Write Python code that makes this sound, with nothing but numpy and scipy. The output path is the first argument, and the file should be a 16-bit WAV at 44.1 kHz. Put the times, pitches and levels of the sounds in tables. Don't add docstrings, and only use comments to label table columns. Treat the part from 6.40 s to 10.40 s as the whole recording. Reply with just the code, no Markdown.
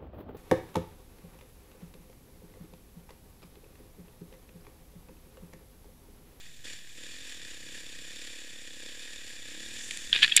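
import sys
import numpy as np
from scipy import signal
from scipy.fft import rfft, irfft
from scipy.io import wavfile
from scipy.ndimage import uniform_filter1d, minimum_filter1d, map_coordinates

SR = 44100
rng = np.random.default_rng(int(sys.argv[2]) if len(sys.argv) > 2 else 0)


def file_out(sig):
    cols = np.atleast_2d(sig).T
    lim = np.clip(cols, -1, 1)
    pcm = np.round(lim * 32767).astype(np.int16)
    wavfile.write(sys.argv[1], SR, pcm)


def voltage_ratio(level):
    return 10 ** (np.asarray(level, float) / 20)


N = 176400
TIME = np.arange(N) / SR


def unit(x):
    return x / np.sqrt(np.mean(x ** 2) + 1e-20)


def along(points, hz):
    f, db = np.transpose(points)
    return np.interp(np.log(hz + 1), np.log(f + 1), db)


def curves(rows):
    s, *columns = np.transpose(rows)
    return [np.interp(TIME, s, column) for column in columns]


def noise():
    return rng.standard_normal(N)


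def wobble(rate):
    return map_coordinates(rng.standard_normal(int(N * rate / SR) + 4), [np.arange(N) * rate / SR])


def filtered(x, gain):
    m = 2 ** 18
    c = irfft(np.log(gain(np.fft.rfftfreq(m, 1 / SR)) + 1e-6), m)
    c[1:m // 2] *= 2
    c[m // 2 + 1:] = 0
    return irfft(rfft(x, m) * np.exp(rfft(c)), m)[:N]


def both_ways(x, gain):
    return unit(irfft(rfft(x) * gain(np.fft.rfftfreq(N, 1 / SR)), N))


def peaks(table, f):
    power = 0
    for centre, width, db in table:
        shape = (f * width) ** 2 / ((centre * centre - f * f) ** 2 + (f * width) ** 2)
        power = power + (voltage_ratio(db) * shape) ** 1.594
    return np.sqrt(power)


def housing(x, bright_db=0):
    # pitch_hz, width_hz, level_db
    shell_modes = [(1683, 157, -1), (1872, 187, -1), (2460, 434, -1.5), (2938, 310, -5.5), (3492, 564, 0),
                   (4524, 560, -8), (5550, 1920, -10.5), (7144, 730, -3.5), (9660, 1450, -20.5)]
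    # pitch_hz, level_db
    shell_leak = [(150, -42), (700, -20), (1250, -19), (4000, -17), (9000, -16), (12000, -33),
                  (13500, -121), (16000, -79)]

    def shell(f):
        tilt = voltage_ratio(bright_db * np.clip(np.log2((f + 1) / 4000), 0, 1))
        notch = 1 - 0.88 / (1 + ((f - 6160) / 120) ** 2)
        return np.hypot(peaks(shell_modes, f), voltage_ratio(along(shell_leak, f))) * tilt * notch

    return filtered(x, shell)


def engine():
    # time_s, firings_per_s
    firing_speed = [(0.0, 37.83), (0.633, 35.54), (0.813, 46.36), (0.97, 39.31), (1.128, 31.94),
                    (1.384, 35.67), (1.548, 31.75), (1.728, 35.34), (1.925, 35.78), (2.153, 34.58),
                    (2.41, 31.92), (2.638, 38.95), (2.852, 34.54), (3.083, 31.71), (3.247, 36.79),
                    (3.445, 41.3), (3.56, 37.2), (4.0, 40)]
    # time_s, thump_db, clatter_db, boom_share (0 = none)
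    engine_load = [(0, -80, -53.5, 0), (.236, -71, -60, 0.1), (.245, -55.5, -45.5, 0), (.335, -62, -47, 0),
                   (.36, -71, -50.5, 0), (.55, -72.5, -56, 0), (.575, -57, -50.5, 0), (.75, -63, -48, 1.25),
                   (.98, -61.5, -49, 0.66), (1.38, -57.5, -46.5, 0.6), (1.45, -60, -49.5, 0.15),
                   (1.8, -59, -46, 0.65), (2.2, -60.5, -50, 0.35), (2.44, -55.5, -47.5, 0.22),
                   (2.72, -61, -47, 0.45), (3.02, -60, -49.5, 0.32), (3.15, -57, -46, 1.3),
                   (3.55, -62, -45, 1.3)]
    speed = uniform_filter1d(curves(firing_speed)[0], size=3500)
    turns = 0.505 + np.cumsum(speed) / SR
    firings = np.flatnonzero(np.diff(np.floor(turns)))
    thump_db, clatter_db, boom = curves(engine_load)
    thump = voltage_ratio(thump_db) * exhaust(turns, speed, firings, boom)
    return thump + voltage_ratio(clatter_db + 1.0) * clatter(turns, firings)


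def exhaust(turns, speed, firings, boom):
    # pitch_hz, width_hz, level_db
    pipe_modes = [(244, 75, -0.5), (332, 85, 2), (487, 72, -2.5), (593, 50, -7.5)]
    # multiple_of_firing_rate, level_db
    drone_tones = [(6, 2), (7, -4), (8, -9), (9, 1), (10, -4)]
    low_hz, drone_top_hz = 205, 350
    jitter_s, scatter_db = 0.00006, 0.8
    port_lead_s, port_share = 0.00386, 0.59

    def pipe(x):
        return both_ways(x, lambda f: peaks(pipe_modes, f) / (1 + (low_hz / (f + 1)) ** 6))

    late = (rng.standard_normal(len(firings)) * jitter_s * SR).astype(int)
    fire = np.zeros(N)
    fire[np.clip(firings + late + 70, 0, N - 1)] = voltage_ratio(scatter_db * rng.standard_normal(len(firings)))
    fire = fire + port_share * np.roll(fire, -round(port_lead_s * SR))
    puff = pipe(noise() * (3.9 + np.cos(2 * np.pi * (turns + 0.04))))
    drone = np.zeros(N)
    for k, db in drone_tones:
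        tone_hz = k * speed
        fade = 1 + (tone_hz / drone_top_hz) ** 20 + (low_hz / tone_hz) ** 10
        drone += voltage_ratio(db + 1.2 * wobble(8)) * np.sin(2 * np.pi * k * turns) / fade
    return unit(pipe(-fire) + 0.15 * puff) + boom * drone


def clatter(turns, firings):
    # pitch_hz, width_hz, level_db
    flicked_modes = [(1820, 300, -14), (3520, 300, -11)]
    ticks_per_s, flecks_per_s = 350, 160
    beat = np.cos(2 * np.pi * (turns + 0.08))

    def chance(per_s):
        return rng.random(N) < (1 + beat) * per_s / SR

    luck = rng.standard_normal(len(firings))
    latest = np.clip(np.searchsorted(firings, np.arange(N) + 500) - 1, 0, None)
    strength = uniform_filter1d(voltage_ratio(2.5 * np.tanh(luck[latest])), size=300)
    swell = 1 + 0.12 * strength * beat
    tick_size = voltage_ratio(3 * np.minimum(rng.exponential(size=N), 2))
    ticks = chance(ticks_per_s) * tick_size * noise()
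    flecks = np.zeros(N)
    for centre, width, db in flicked_modes:
        flick = chance(flecks_per_s) * noise()
        flecks += voltage_ratio(db) * both_ways(flick, lambda f: peaks([(centre, width, 0)], f))
    shake = swell * voltage_ratio(0.87 * wobble(16)) * (noise() + voltage_ratio(-8) * unit(ticks))
    return unit(housing(shake)) + flecks


def knocks():
    # start_s, peak_db, decay_s (to -60 dB), brightness_db
    blows = [(3.5094, -11.5, .011, -14.5), (3.5728, -19, 0.0052, -4), (3.7277, -14, 0.013, -32),
             (3.731, -7, 0.012, -32), (3.7384, -16, 0.008, -26), (3.7468, -15, .01, -22),
             (3.7485, -9.5, .015, -28), (3.7554, -6, 0.01, -33), (3.7604, -8.5, 0.021, -34),
             (3.7685, -14, 0.008, -26), (3.772, -15, 0.0073, -26), (3.7804, -22, 0.01, -26),
             (3.7874, -15.5, 0.016, -32), (3.7941, -16.5, .012, -31), (3.8144, -27, 0.0063, -24),
             (3.8213, -9, 0.012, -30), (3.8249, -4.5, 0.012, -31), (3.8315, -4, 0.02, -22),
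             (3.8365, -3.5, .02, -25.5), (3.8444, -2.5, 0.015, -26), (3.8614, -13, 0.01, -22),
             (3.8783, -6.5, 0.0069, -32), (3.8884, -22, 0.0047, -23), (3.9014, -30, 0.0087, -32),
             (3.916, -15, .012, -34), (3.9205, -19, 0.03, -43), (3.9558, -24, .03, -30),
             (3.9655, -2.5, 0.014, -0.5), (3.9705, -16, .012, -5), (3.976, -6, 0.011, -13),
             (3.9792, -1.5, 0.011, -23), (3.9964, -9.5, .015, -31)]
    # time_s, level_db
    scrape = [
        (3.72, -70),
        (3.735, -34.5),
        (3.8, -39),
        (3.835, -23.5),
        (3.87, -34.5),
        (3.91, -40),
        (3.95, -39.5),
        (3.97, -33),
        (3.99, -32.5),
        (4, -25),
    ]
    # list of time_s, list of share
    thud_fade = [3.78, 3.82, 3.9], [2.2, 1, .5]
    # pitch_hz, width_hz, level_db
    thud_modes = [(146, 79, 0), (275, 54, 0.5), (450, 150, -4.0), (860, 1600, -12)]
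    trim_db, rise_s, thud_db = -7, 0.00071, -9.5
    dull, bright, t = np.zeros(N + SR), np.zeros(N + SR), np.arange(SR // 10) / SR
    for s, db, t60, bright_db in blows:
        blow = voltage_ratio(db + trim_db - 60 * t / t60) * (1 - np.exp(-t / rise_s)) * rng.standard_normal(len(t))
        dull[round(s * SR):][:len(t)] += blow / (1 + voltage_ratio(bright_db))
        bright[round(s * SR):][:len(t)] += blow * voltage_ratio(bright_db)
    grains = unit(noise() * voltage_ratio(4 * wobble(350))) * voltage_ratio(curves(scrape)[0])
    dull = dull[:N] + grains
    push = dull * np.interp(TIME, *thud_fade)
    thud = filtered(push, lambda f: peaks(thud_modes, f))
    soft = filtered(housing(dull, bright_db=-28.5), lambda f: 1 / (1 + (1300 / (f + 1)) ** 6))
    sharp = filtered(housing(bright[:N], bright_db=11),
                     lambda f: 1 / (1 + (4500 / (f + 1)) ** 4 + (f / 12500) ** 8))
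    return 5 * soft + 5 * sharp + voltage_ratio(thud_db) * thud


def rings():
    # start_s, level_db, pitch_hz, decay_s (to -60 dB), rise_s
    panel_tones = [(3.7295, 4.5, 3280, 0.0054, 0.00072), (3.7277, -16, 3240, 0.018, 0.00033),
                   (3.829, 0, 3150, 0.0083, 0.00052), (3.8305, -13, 1750, .03, 0.00046),
                   (3.8443, -10, 1760, 0.02, 0.00046), (3.9205, -0.5, 3300, 0.017, 0.0044),
                   (3.92, -14.5, 2635, .03, .003), (3.9656, -17, 7500, 0.016, .0007),
                   (3.9645, -10.5, 8190, .019, .0003), (3.9647, -12, 10400, .012, .0002),
                   (3.9658, -19, 12600, .01, .0002), (3.9645, -10.5, 3470, 0.026, 0.00054),
                   (3.9748, -4.5, 2280, 0.0084, 0.0007), (3.5093, -26, 3250, 0.01, 0.00034)]
    out, t = np.zeros(N + SR), np.arange(SR // 10) / SR
    for s, db, hz, t60, rise in panel_tones:
        envelope = voltage_ratio(db + 1 - 60 * t / t60) * (1 - np.exp(-t / rise))
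        out[round(s * SR):][:len(t)] += envelope * np.sin(2 * np.pi * hz * t)
    return out[:N]


def clicks():
    # start_s, level_db, brightness_db
    hits = [(.2446, -33, -12), (3.5094, -24, -6), (3.5731, -22, 2), (3.7294, -13, -14), (3.7394, -13, -20),
            (3.7703, -14, -20), (3.7878, -19, -20), (3.8298, -3, -16), (3.8447, -12, -22),
            (3.862, -12, -13), (3.865, -17, -15), (3.889, -24, -12), (3.9649, -4, 3), (3.9751, 0, -9),
            (3.9793, -7, -7)]
    dull, bright = np.zeros(N), np.zeros(N)
    for s, db, bright_db in hits:
        dull[round(s * SR)] = voltage_ratio(db + 16)
        bright[round(s * SR)] = voltage_ratio(db + 13.5 + bright_db)

    def without_lows(x, hz):
        return filtered(x, lambda f: 1 / (1 + (hz / (f + 1)) ** 6))

    body = without_lows(housing(dull, bright_db=-21), hz=1640)
    return body + without_lows(housing(bright, bright_db=7.5), hz=4500)


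def leaves():
    # time_s, level_db
    brushing = [
        (3.05, -64),
        (3.38, -52.5),
        (3.45, -43.5),
        (3.55, -49.5),
        (3.7, -52),
        (3.85, -46),
        (4, -88),
    ]
    # pitch_hz, level_db
    leaf_colour = [(2000, -9), (4500, 7.5), (7200, 21.5), (10000, 5.5), (12500, -3), (15500, -35)]
    brush = noise() * voltage_ratio(2.1 * wobble(60) + 1.6 * wobble(600))
    return voltage_ratio(curves(brushing)[0]) * unit(filtered(brush, lambda f: voltage_ratio(along(leaf_colour, f))))


def wind():
    # pitch_hz, level_db (per Hz)
    wind_colour = [(3, -6.5), (10, -1.5), (20, -19.5), (45, -23.5), (100, -25.5), (170, -27), (230, -31.5),
                   (1000, -47.5)]
    # time_s, level_db
    sway = [
        (0, -55),
        (.5, -68),
        (1.5, -59),
        (2.3, -78),
        (2.5, -66),
        (3.2, -62),
        (3.55, -60),
        (3.7, -44.5),
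        (4, -52.5),
    ]
    # middle_s, half_length_s
    quiet_spots = [(.9, .05), (1.1, .03), (1.51, .03), (1.79, .04), (2.0, .07), (2.18, .025), (2.27, .02),
                   (2.39, .015), (2.51, .02), (2.67, .045), (2.8, .03), (2.9, .02), (3.12, .02),
                   (3.25, .02), (3.43, .02)]
    sway_db, = curves(sway)

    def band(low_hz, high_hz):
        return filtered(noise(), lambda f: voltage_ratio(along(wind_colour, f)) * (f >= low_hz) * (f < high_hz))

    slow = band(0, 18)
    lull = sum(np.exp(-((TIME - s) / half) ** 4) for s, half in quiet_spots)
    rumble = band(18, 95) + band(200, SR) + band(95, 200) * voltage_ratio(-20 * lull)
    moving = slow * voltage_ratio(sway_db) + rumble * voltage_ratio(-54.0 + 0.1 * (sway_db + 80.5))
    return moving / np.sqrt(np.mean(slow ** 2))


def hiss():
    return voltage_ratio(-65) * unit(housing(noise(), bright_db=-7))


def scene():
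    return (engine() + knocks() + rings() + clicks() + leaves() + wind() + hiss())[None]


def top_cut(x):
    return signal.sosfilt(signal.butter(12, 16670, fs=SR, output="sos"), x)


def record(dry):
    top_hz, loud_top_hz, loud_level, ceiling = 15310, 16670, .007, 1.15
    x = (dry + 0.0058) / (1 + np.abs(dry / ceiling) ** 8) ** (1 / 8)
    hz = np.fft.rfftfreq(N, 1 / SR)

    def below(limit_hz):
        return irfft(rfft(x) * np.clip((limit_hz - hz) / 250, 0, 1), N)

    top = below(loud_top_hz) - below(top_hz)
    nearby = -minimum_filter1d(-np.abs(top), size=400)
    opened = uniform_filter1d(1. * (nearby > loud_level), size=200)
    return top_cut(below(top_hz) + opened * top)


dry = scene()
out = record(dry)
file_out(out)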